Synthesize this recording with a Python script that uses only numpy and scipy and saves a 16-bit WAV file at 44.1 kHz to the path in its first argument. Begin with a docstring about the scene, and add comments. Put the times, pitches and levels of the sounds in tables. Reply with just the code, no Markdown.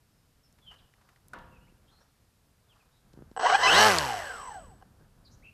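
"""A light wind crosses an open field with birds, small handling ticks and a knock on a metal bench.
Then a model plane's brushless motor is blipped once, right beside the microphone on the airframe.
It kicks, rattles and squeals up to speed, the propeller buzzes, and it runs down under the controller's thin whistle.
One shaft angle times the motor, propeller and whistle; filtered noise, ringing modes and gliding tones make the rest."""
import sys
import numpy as np
from scipy import signal
from scipy.fft import rfft, irfft
from scipy.io import wavfile
from scipy.ndimage import uniform_filter1d

SR = 44100
rng = np.random.default_rng(int(sys.argv[2]) if len(sys.argv) > 2 else 0)


def log_audio(samples):
    """Write samples as a 16-bit WAV file to the path given in sys.argv[1]."""
    # one column per channel
    frames = np.atleast_2d(samples).T
    # limit to full scale, then quantise
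    limited = np.clip(frames, -1, 1)
    pcm = np.round(limited * 32767).astype(np.int16)
    wavfile.write(sys.argv[1], SR, pcm)


N = 243873
TIME = np.arange(N) / SR
STOP_S = 4.815  # the rotor comes to rest

# motor drive, with a hesitation and then the cut: t/s, share of full drive
THROTTLE = [(3.562, 0.98), (3.575, 0.48), (3.6, 0.74), (3.64, 0.91), (3.8, 1), (3.95, 0)]
# shaft speed under power: t/s, rate/(turns per s)
SPIN_UP = [(3.39, 4.4), (3.46, 24.5), (3.55, 38.3), (3.61, 43.5), (3.65, 51.7), (3.7, 66.2), (3.75, 91.4),
           (3.8, 106.3), (3.87, 109)]
# short gliding tones: bearing squeals, and last a falling 6 kHz tone, perhaps the controller's:
# t/s, length/s, first f/Hz, last f/Hz, rms level before fades/dB, fall per overtone/dB
GLIDES = [(3.442, 0.019, 688, 780, -19.5, -14.5), (3.459, .014, 946, 990, -18.5, -10),
          (3.497, 0.011, 771, 700, -22, -5), (3.522, 0.022, 697, 802, -22.5, -7),
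          (3.542, 0.02, 797, 824, -20, -5.5), (3.626, .057, 1000, 1028, -21, -3.5),
          (3.67, 0.034, 2570, 2684, -23, -11), (3.769, .07, 6030, 5616, -31.5, -35)]


def amp(db):
    """Turns decibels into an amplitude factor."""
    return 10 ** (np.asarray(db) / 20)


def unit(x):
    """Scales a sound to rms 1."""
    return x / np.sqrt(np.mean(x ** 2) + 1e-20)


def add(mix, s, sound):
    """Lays a sound into the mix at s seconds."""
    part = mix[max(round(s * SR), 0):][:len(sound)]
    part += sound[:len(part)]


def curve(rows):
    """Joins rows of t/s and value by straight lines in time."""
    return np.interp(TIME, *np.transpose(rows))


def during(start, end, fade=.004):
    """A gate with soft edges, all in seconds."""
    return np.clip((TIME - start) / fade, 0, 1) * np.clip((end - TIME) / fade, 0, 1)


def shape(points):
    """Makes rows of f/Hz and level/dB into a gain over frequency."""
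    f, db = np.transpose(points)
    return lambda hz: amp(np.interp(np.log(hz + 1), np.log(f + 1), db))


def colour(x, gain, size=8192):
    """Minimum-phase filter with the given gain, so that clicks ring only afterwards."""
    log_gain = np.log(np.maximum(gain(abs(np.fft.fftfreq(size, 1 / SR))), 1e-5))
    spectrum = np.exp(np.conj(signal.hilbert(log_gain)))
    taps = np.fft.ifft(spectrum).real[:size // 2]
    return signal.oaconvolve(x, taps)[:len(x)]


def drift(hz):
    """Smooth random wander of rms 1, rolling off around the given rate."""
    rolloff = np.exp(-(np.fft.rfftfreq(N, 1 / SR) / hz) ** 2)
    return unit(irfft(rfft(rng.standard_normal(N)) * rolloff, N))


def steady(x, size=1100):
    """Evens a sound out to about rms 1, so that a level curve can play it."""
    power = uniform_filter1d(uniform_filter1d(x ** 2, size), size)
    return x / np.sqrt(abs(power) + 1e-5 * np.mean(x ** 2))


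def pulses(cycles):
    """One click at each whole cycle, shared between the two nearest samples."""
    step = np.diff(cycles, prepend=cycles[0])
    hit = np.diff(np.floor(cycles), prepend=np.floor(cycles[0])) > 0
    early = hit * (cycles % 1) / np.maximum(step, 1e-9)
    return hit - early + np.roll(early, -1)


def blows(rows, gain, size=4096):
    """Single pushes, rows of t/s and peak level/dB, on a body with the given gain."""
    ring, out = colour(signal.unit_impulse(size), gain), np.zeros(N)
    for s, db in rows:
        add(out, s, amp(db) * ring / abs(ring).max())
    return out


def airframe(hz):
    """Gain of the resonances of the motor mount and fuselage."""
    # resonances: f/Hz, full width at half amplitude/Hz, relative level/dB
    resonances = [(464, 130, -0.5), (768, 202, 5.5), (1020, 520, 0), (1578, 400, -1), (2000, 82, -5.5),
                  (2970, 500, -7), (4230, 1000, -16.5), (5280, 180, -17.5), (5720, 1600, -17),
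                  (11100, 2300, -46.5)]
    return np.sqrt(sum((amp(db) / (1 + ((hz - f) / (width / 2)) ** 2)) ** 2 for f, width, db in resonances))


def field_hush(level_db=-69.5):
    """The even hush of the open field: steady filtered noise."""
    # tone of the field: f/Hz, relative level/dB
    field_tone = [(12, -44.5), (20, -16), (126, -6), (350, -23.5), (413, -18), (591, -21.5), (3080, -27.5),
                  (4290, -27.5), (5200, -27), (5810, -29.5), (12500, -30.5), (14400, -34)]
    return unit(colour(rng.standard_normal(N), shape(field_tone))) * amp(level_db)


def low_swells(calm_db=-70.5, lumps_db=1.5):
    """Lumpy low noise that swells and fades: puffs of wind, and at 3.2 s a hand rubbing the fuselage."""
    # tone of the swells: f/Hz, relative level/dB
    low_tone = [(12, -30.5), (25, -4.5), (70, -3.5), (120, -7.5), (200, -12), (450, -23.5), (900, -26.5),
                (1700, -29.5), (2500, -60)]
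    # puffs of wind, and at 3.2 s the rub of a hand: peak t/s, rise/s, fall/s, level/dB
    swells = [(.7, .25, 0.19, -63.5), (1.43, .1, 0.25, -52.5), (3.2, 0.096, 0.18, -55),
              (4.65, .5, 0.41, -53.5), (5.41, .15, .09, -55.5)]
    lumpy = unit(colour(rng.standard_normal(N), shape(low_tone)) * amp(lumps_db * drift(21)))
    levels = [amp(db) * np.exp(-np.maximum((s - TIME) / rise, (TIME - s) / fall)) for s, rise, fall, db in swells]
    # a calm breeze stays between the swells
    return lumpy * np.sqrt(amp(calm_db) ** 2 + np.sum(np.square(levels), axis=0))


def birds(rasp=0.13, linger=1.6, echo_db=-6.0, echo_t60=0.5):
    """Gliding whistles that linger near their top pitch, some raspy, with an echo from the trees."""
    # bird notes: t/s, length/s, first f/Hz, last f/Hz, level/dB, roughness as a share of rasp
    notes = [(0.062, 0.2, 5260, 5100, -87, 0.1), (.425, 0.056, 5400, 5220, -74, .2),
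             (0.611, .07, 3480, 3090, -68.5, .16), (.66, .074, 3180, 2750, -54.5, 0.17),
             (0.778, 0.037, 3900, 2330, -68.5, 1.11), (1.503, 0.087, 2790, 2410, -68.5, 0.2),
             (1.599, 0.078, 2750, 2950, -76, 0.2), (1.664, .045, 1740, 2950, -74, 0.1),
             (1.871, 0.048, 3060, 3590, -72.5, 0.48), (1.899, 0.12, 4030, 4290, -73, 0.18),
             (1.997, 0.048, 5330, 5580, -76, 0.26), (2.683, .063, 3550, 2280, -70, 0.2),
             (2.796, .032, 2700, 2250, -72.5, .1), (2.903, 0.11, 3720, 3950, -80, 0.44),
             (5.243, 0.052, 4750, 3750, -64.5, 0.54), (5.303, 0.061, 5260, 6400, -69.5, 0.68),
             (5.419, 0.0274, 1710, 2550, -68, 0), (5.431, 0.078, 2520, 2715, -57.5, 0.3)]
    out = np.zeros(N)
    for s, length, first_hz, last_hz, db, rough in notes:
        count = int(length * SR)
        top_hz, span_hz = max(first_hz, last_hz), abs(last_hz - first_hz) + 1
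        below = (top_hz - np.linspace(first_hz, last_hz, count)) / span_hz
        glide_hz = top_hz - span_hz * abs(below) ** linger
        hz = glide_hz * (1 + rasp * rough * drift(600)[:count])
        whistle = np.sin(2 * np.pi * np.cumsum(hz) / SR)
        add(out, s, amp(db) * unit(whistle * signal.windows.tukey(count, .6)))
    trees = rng.standard_normal(SR) * amp(-60 * TIME[:SR] / echo_t60)
    return out + amp(echo_db) * signal.oaconvolve(out, trees / np.linalg.norm(trees))[:N]


def ticks(spread=0.54):
    """Sharp ticks of plastic and grit: tiny dying bursts of noise, each around its own pitch."""
    # ticks: t/s, peak level/dB, centre f/Hz, time to fall 60 dB/s
    clicks = [(.526, -54.5, 6000, 0.011), (0.586, -57, 1500, 0.044), (.714, -49.5, 970, 0.18),
              (0.74, -56, 1970, .04), (0.938, -52.5, 1610, 0.029), (1.013, -55.5, 1170, 0.08),
              (1.089, -51, 1390, 0.048), (1.16, -53, 1840, 0.024), (1.2837, -41.5, 11000, 0.0065),
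              (1.334, -46.5, 5760, .03), (1.387, -53, 4500, 0.021), (2.014, -57, 800, 0.034),
              (3.133, -54.5, 4080, 0.027), (3.314, -55, 3500, 0.022), (4.543, -50, 5400, .015)]
    out, t = np.zeros(N), TIME[:SR // 10]
    for s, db, centre_hz, t60 in clicks:
        burst = rng.standard_normal(len(t)) * amp(-60 * t / t60)
        tick = colour(burst, lambda hz: 1 / (1 + (np.log((hz + 1) / centre_hz) / spread) ** 2))
        add(out, s, amp(db) * tick / abs(tick).max())
    return out


def rustles(grain_db=3, grain_hz=40):
    """Faint, uneven swells of rubbing, perhaps clothes and grass: grainy filtered noise."""
    # swells: peak t/s, half length/s, level/dB
    strokes = [(0.747, 0.096, -67.5), (1.065, .12, -69), (1.974, 0.11, -70.5), (2.805, 0.16, -72)]
    # tone of the rubbing: f/Hz, relative level/dB
    rub_tone = [(200, -22), (500, -2), (800, -1), (1350, -0.5), (1750, -5), (2200, -21), (5000, -14),
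                (12000, -38)]
    level = sum(amp(db) * np.exp(-((TIME - s) / half) ** 2) for s, half, db in strokes)
    return unit(colour(rng.standard_normal(N), shape(rub_tone)) * amp(grain_db * drift(grain_hz))) * level


def bench(s=1.334, ring_db=-46.5, clatter_db=-47, clatter_t60=0.59,
          blow_db=-33, blow_hz=1480, blow_t60=0.039, rise_s=0.00064):
    """A knock on the metal bench: a hard, short note, a dense clatter and a few lasting modes."""
    # ringing modes: f/Hz, level relative to ring_db/dB, time to fall 60 dB/s
    modes = [(515, -13.5, 1.3), (707, -13.5, 0.74), (730, -21, 0.66), (953, -5, 0.82), (1103, -7.5, 0.54),
             (1342, 0, 0.14), (1400, -14.5, 1.26), (1530, -14, 0.51), (1730, -5, 0.37), (1760, -7, 0.24),
             (2120, -11, 0.16)]
    # tone of the clatter: f/Hz, relative level/dB
    clatter_tone = [(88, -48), (150, -4), (359, -9), (449, -12), (524, -8.5), (938, -4.5), (1190, -4),
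                    (1410, -5.5), (2450, -20), (2760, -16), (9000, -53), (11700, -73), (19800, -120)]
    out, t = np.zeros(N), TIME[:SR]
    ring = sum(amp(db - 60 * t / t60) * np.sin(2 * np.pi * (hz * t + rng.random())) for hz, db, t60 in modes)
    blow = amp(blow_db - 60 * t / blow_t60) * np.sin(2 * np.pi * blow_hz * t)
    noise = unit(colour(rng.standard_normal(SR), shape(clatter_tone)))
    clatter = amp(clatter_db - 60 * t / clatter_t60) * noise
    add(out, s, (amp(ring_db) * ring + blow + clatter) * np.minimum(t / rise_s, 1))
    return out


def bumps():
    """Soft bumps of the hand, each a dull push on the fuselage."""
    # bumps: t/s, peak level/dB
    pushes = [(1.724, -53.5), (3.139, -46.5), (3.175, -41.5), (3.19, -42), (3.208, -47), (3.2225, -38),
              (3.315, -42), (5.011, -51.5)]
    # tone of a push: f/Hz, relative level/dB
    thud_tone = [(30, -31), (130, 5.5), (350, 2.5), (800, -14.5), (1600, -23), (3000, -41), (12000, -66)]
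    return blows(pushes, shape(thud_tone))


def shaft(friction_hz_per_s=54, drag_per_turn=.024):
    """Turns per second: driven up to speed, then slowed by friction plus air drag x rate squared."""
    cut_s, top_hz = SPIN_UP[-1]
    even_hz = np.sqrt(friction_hz_per_s / drag_per_turn)  # here drag equals friction
    angle = np.arctan(top_hz / even_hz) - even_hz * drag_per_turn * np.maximum(TIME - cut_s, 0)
    return np.where(TIME < cut_s, curve(SPIN_UP), np.maximum(even_hz * np.tan(angle), 1))


def pace():
    """Shaft speed as a share of full speed."""
    return shaft() / SPIN_UP[-1][1]


def loudness(law, settle_hz=16.7, settle_db=-4.5):
    """Gain that grows with speed, passing from the driven law to the coasting one as the power is cut."""
    driven, coasting = (db + slope_db * np.log10(pace()) for db, slope_db in law)
    # coasting slowly, the loose rotor settles and turns quieter
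    coasting = coasting + settle_db / (1 + (shaft() / settle_hz) ** 20)
    return amp(coasting + curve(THROTTLE) * (driven - coasting))


def controller(turns, wake_s=3.363, carrier_hz=7979, rest_db=-57, rise_db=17, coasting_db=-56.0,
               fade_hz=23, fade_power=2.0, depth=0.5, cog_db=10, beat=.45, beat_hz=50, flicker=0.31):
    """The switching whistle swells and its sidebands spread with speed; coasting, it throbs and dies with the rotor."""
    coasting = 1 - curve(THROTTLE)
    driven = amp(rest_db + rise_db * np.sqrt(pace()))
    freewheeling = amp(coasting_db) * np.minimum(shaft() / fade_hz, 1) ** fade_power
    level = ((1 - coasting) * driven + coasting * freewheeling) * during(wake_s, STOP_S)
    carrier = np.exp(2j * np.pi * carrier_hz * TIME) * level
    magnets = np.cos(2 * np.pi * 14 * turns) * np.minimum(shaft() / 20, 1)
    throb = beat * coasting * np.exp(-2j * np.pi * beat_hz * TIME)
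    whistle = np.sqrt(2) * (carrier * (1 + depth * magnets + throb + flicker * drift(150))).real
    # the airframe's resonances bring out the cog sideband as it crosses them
    cogs = (carrier * coasting * np.exp(-2j * np.pi * 84 * turns)).real
    return whistle + amp(cog_db) * colour(cogs, airframe)


def kicks(rebound_s=0.00368, rebound_db=-5, dull_hz=1500):
    """The rotor jerks the airframe, and falls back more softly a moment later."""
    # starting jerks and the last cog of the rotor: t/s, peak level/dB
    jerks = [(3.3645, -26), (3.375, -21.5), (3.395, -21), (4.814, -50.5), (4.8244, -42.5)]
    rebounds = [(s + rebound_s, db + rebound_db) for s, db in jerks]
    hard = blows(jerks, lambda hz: airframe(hz) ** 1.57)
    soft = blows(rebounds, lambda hz: airframe(hz) / (1 + (hz / dull_hz) ** 2))
    return hard + soft


def rattle(turns, weak=0.083, uneven=0.5, scrape=0.18, loose=.003, cogging=.15, reference_hz=45,
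           repeat=0.71, pits_hz=1100, size=160, chatter_db=1):
    """42 commutation steps a turn, strong and weak by turns, shake the airframe; bearing scrape grows with speed."""
    # driven row, then coasting row: level at full speed/dB, slope per tenfold speed/dB
    speed_law = [(-19.5, 12), (-30.5, 31.5)]
    speed = shaft() / reference_hz
    angle = 21 * (turns + loose * speed * drift(250))  # the rotor shudders in its bearings
    steps = (pulses(angle) + weak * pulses(angle + .5)) * (1 + uneven * rng.standard_normal(N))
    loose_drive = steps * (cogging + curve(THROTTLE)) + scrape * speed * rng.standard_normal(N)
    # the same pits in the bearing come round every turn, and rule the scrape at high speed
    depths = rng.standard_normal(size)[np.round(size * turns).astype(int) % size]
    pit_hits = pulses(size * turns) * depths
    pits = steady(colour(pit_hits, lambda hz: airframe(hz) * hz ** 2 / (hz ** 2 + pits_hz ** 2)))
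    share = np.clip(repeat * pace() ** 0.74, 0, 1)
    # the rattle swells during each short gliding tone, most at low speed
    gliding = np.max([during(s, s + length) for s, length, *_ in GLIDES], axis=0)
    level = loudness(speed_law) * amp(chatter_db * gliding * (1.5 - share))
    return (np.sqrt(1 - share) * steady(colour(loose_drive, airframe)) + np.sqrt(share) * pits) * level


def whine(turns, driven_flutter=.45, coasting_flutter=.4, flutter_hz=60,
          driven_top_hz=5100, coasting_top_hz=2450, low_hz=520, resonant=.85):
    """Fluttering magnetic orders swell as they sweep through the resonances; without current the high ones fade."""
    # magnetic orders: multiple of shaft rate (pitch rounds it), relative level driven/dB, coasting/dB
    orders = [(12, -13.5, -6), (13, -18, -5), (14, -16, -1), (20, -2.5, -14.5), (21, -0.5, -12.5),
              (36, 4, -13), (38, -2, -4), (40, -5.5, -9), (42.33, 7.5, 1), (44.3, -9.5, -12),
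              (84.4, -4.5, -5.5)]
    # driven row, then coasting row: gain at full speed/dB, slope per tenfold speed/dB
    speed_law = [(-18.5, 30), (-32, 19)]
    power, rate, lines = curve(THROTTLE), shaft(), 0
    top_hz = power * driven_top_hz + (1 - power) * coasting_top_hz
    flutter = power * driven_flutter + (1 - power) * coasting_flutter
    for k, driven_db, coasting_db in orders:
        level = amp(power * driven_db + (1 - power) * coasting_db) / (1 + (k * rate / top_hz) ** 10)
        swell = level * (1 + flutter * (drift(flutter_hz) + 1j * drift(flutter_hz)))
        lines = lines + (swell * np.exp(2j * np.pi * (round(k) * turns + rng.random()))).real
    body = colour(lines, lambda hz: airframe(hz) ** resonant * hz ** 6 / (hz ** 6 + low_hz ** 6))
    return body * loudness(speed_law)


def propeller(turns, slap_db=-26.0, slap_power=3.9, hiss_db=-25, hiss_power=2.55, second_blade=0.77, chop=0.71,
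              waver=.16, low_hz=62, hum_power=0.23, power_per_multiple=1.11, steepest=4.94):
    """Two blades hum, slap the air and chop their own hiss, all growing with speed, the higher tones most steeply."""
    # hum: multiple of the shaft rate, level at full speed before the bass cut/dB
    tones = [(1, -37), (2, -34), (3, -44), (4, -27), (5, -31), (6, -28.5), (7, -40.5), (8, -21), (10, -31),
             (12, -30), (14, -30.5), (16, -30)]
    # tone of the slaps: f/Hz, relative level/dB
    slap_tone = [(100, -28), (400, -17), (900, -6), (1600, 0.5), (2350, -6), (3000, -6.5), (4700, -5.5),
                 (8000, -15), (13500, -36)]
    # tone of the hiss: f/Hz, relative level/dB
    hiss_tone = [(150, -34.5), (500, -8), (1000, -3), (1700, -2.5), (2400, -9), (3000, -6.5), (3700, -18),
                 (5500, -13), (8000, -21.5), (12000, -22), (14400, -32)]
    speed, hum = pace(), 0
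    for k, db in tones:
        level = amp(db) * speed ** min(hum_power + power_per_multiple * k, steepest)
        hum = hum + level * (1 + waver * drift(25)) * np.sin(2 * np.pi * (round(k) * turns + rng.random()))
    # a small propeller cannot radiate deep bass
    hum = colour(hum, lambda hz: hz ** 6 / (hz ** 6 + low_hz ** 6))
    # each pass tears a short puff
    passes = (pulses(turns) + second_blade * pulses(turns + .5)) * (1 + 0.23 * rng.standard_normal(N))
    puffs = signal.lfilter([1], [1, -np.exp(-1 / (0.00041 * SR))], passes) * rng.standard_normal(N)
    slaps = steady(colour(puffs, shape(slap_tone))) * amp(slap_db) * speed ** slap_power
    chopped = rng.standard_normal(N) * np.exp(chop * speed * np.cos(2 * np.pi * 2 * turns))
    hiss = steady(colour(chopped, shape(hiss_tone))) * amp(hiss_db) * speed ** hiss_power
    return hum + slaps + hiss


def gliding_tones(waver=0.01):
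    """The bearing catches and sings short tones with overtones; a falling 6 kHz tone, perhaps the controller's, ends them."""
    out = np.zeros(N)
    for s, length, first_hz, last_hz, db, fall_db in GLIDES:
        count = int(length * SR)
        hz = np.linspace(first_hz, last_hz, count) * (1 + waver * drift(280)[:count])
        phase = 2 * np.pi * np.cumsum(hz) / SR
        tone = sum(amp(fall_db * k) * np.sin((k + 1) * phase + 2 * np.pi * rng.random()) for k in range(6))
        add(out, s, amp(db) * unit(tone) * signal.windows.tukey(count, .45))
    return out


def snap(s=3.9855, db=-7.5, t60=.006, size=2048):
    """One sharp crack of plastic as the airframe is shaken: a brief burst of filtered noise."""
    out = np.zeros(N)
    burst = rng.standard_normal(size) * amp(-60 * TIME[:size] / t60)
    # f/Hz, relative level/dB
    tone = [(300, -31), (2500, -14.5), (4200, 8.0), (5800, -2), (8000, -5), (12000, -15.0), (14500, -29)]
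    crack = colour(burst, shape(tone))
    add(out, s, amp(db) * crack / abs(crack).max())
    return out


def scene():
    """One shaft angle drives the motor, the propeller and the controller's sidebands."""
    surroundings = field_hush() + low_swells() + birds() + rustles() + bench()
    hands = ticks() + bumps()
    running = during(SPIN_UP[0][0], STOP_S)
    turns = np.cumsum(shaft() * running * (1 + .004 * drift(40))) / SR
    spinning = (rattle(turns) + whine(turns) + propeller(turns)) * running
    motor = controller(turns) + kicks() + spinning + gliding_tones()
    return (surroundings + hands + motor + snap())[None]


def record(dry, edge_hz=14450):
    """The recorder's band limit: a steep low-pass."""
    return signal.oaconvolve(dry, signal.firwin(301, edge_hz, window=("kaiser", 8), fs=SR)[None], "same")


dry = scene()
out = record(dry)
log_audio(out)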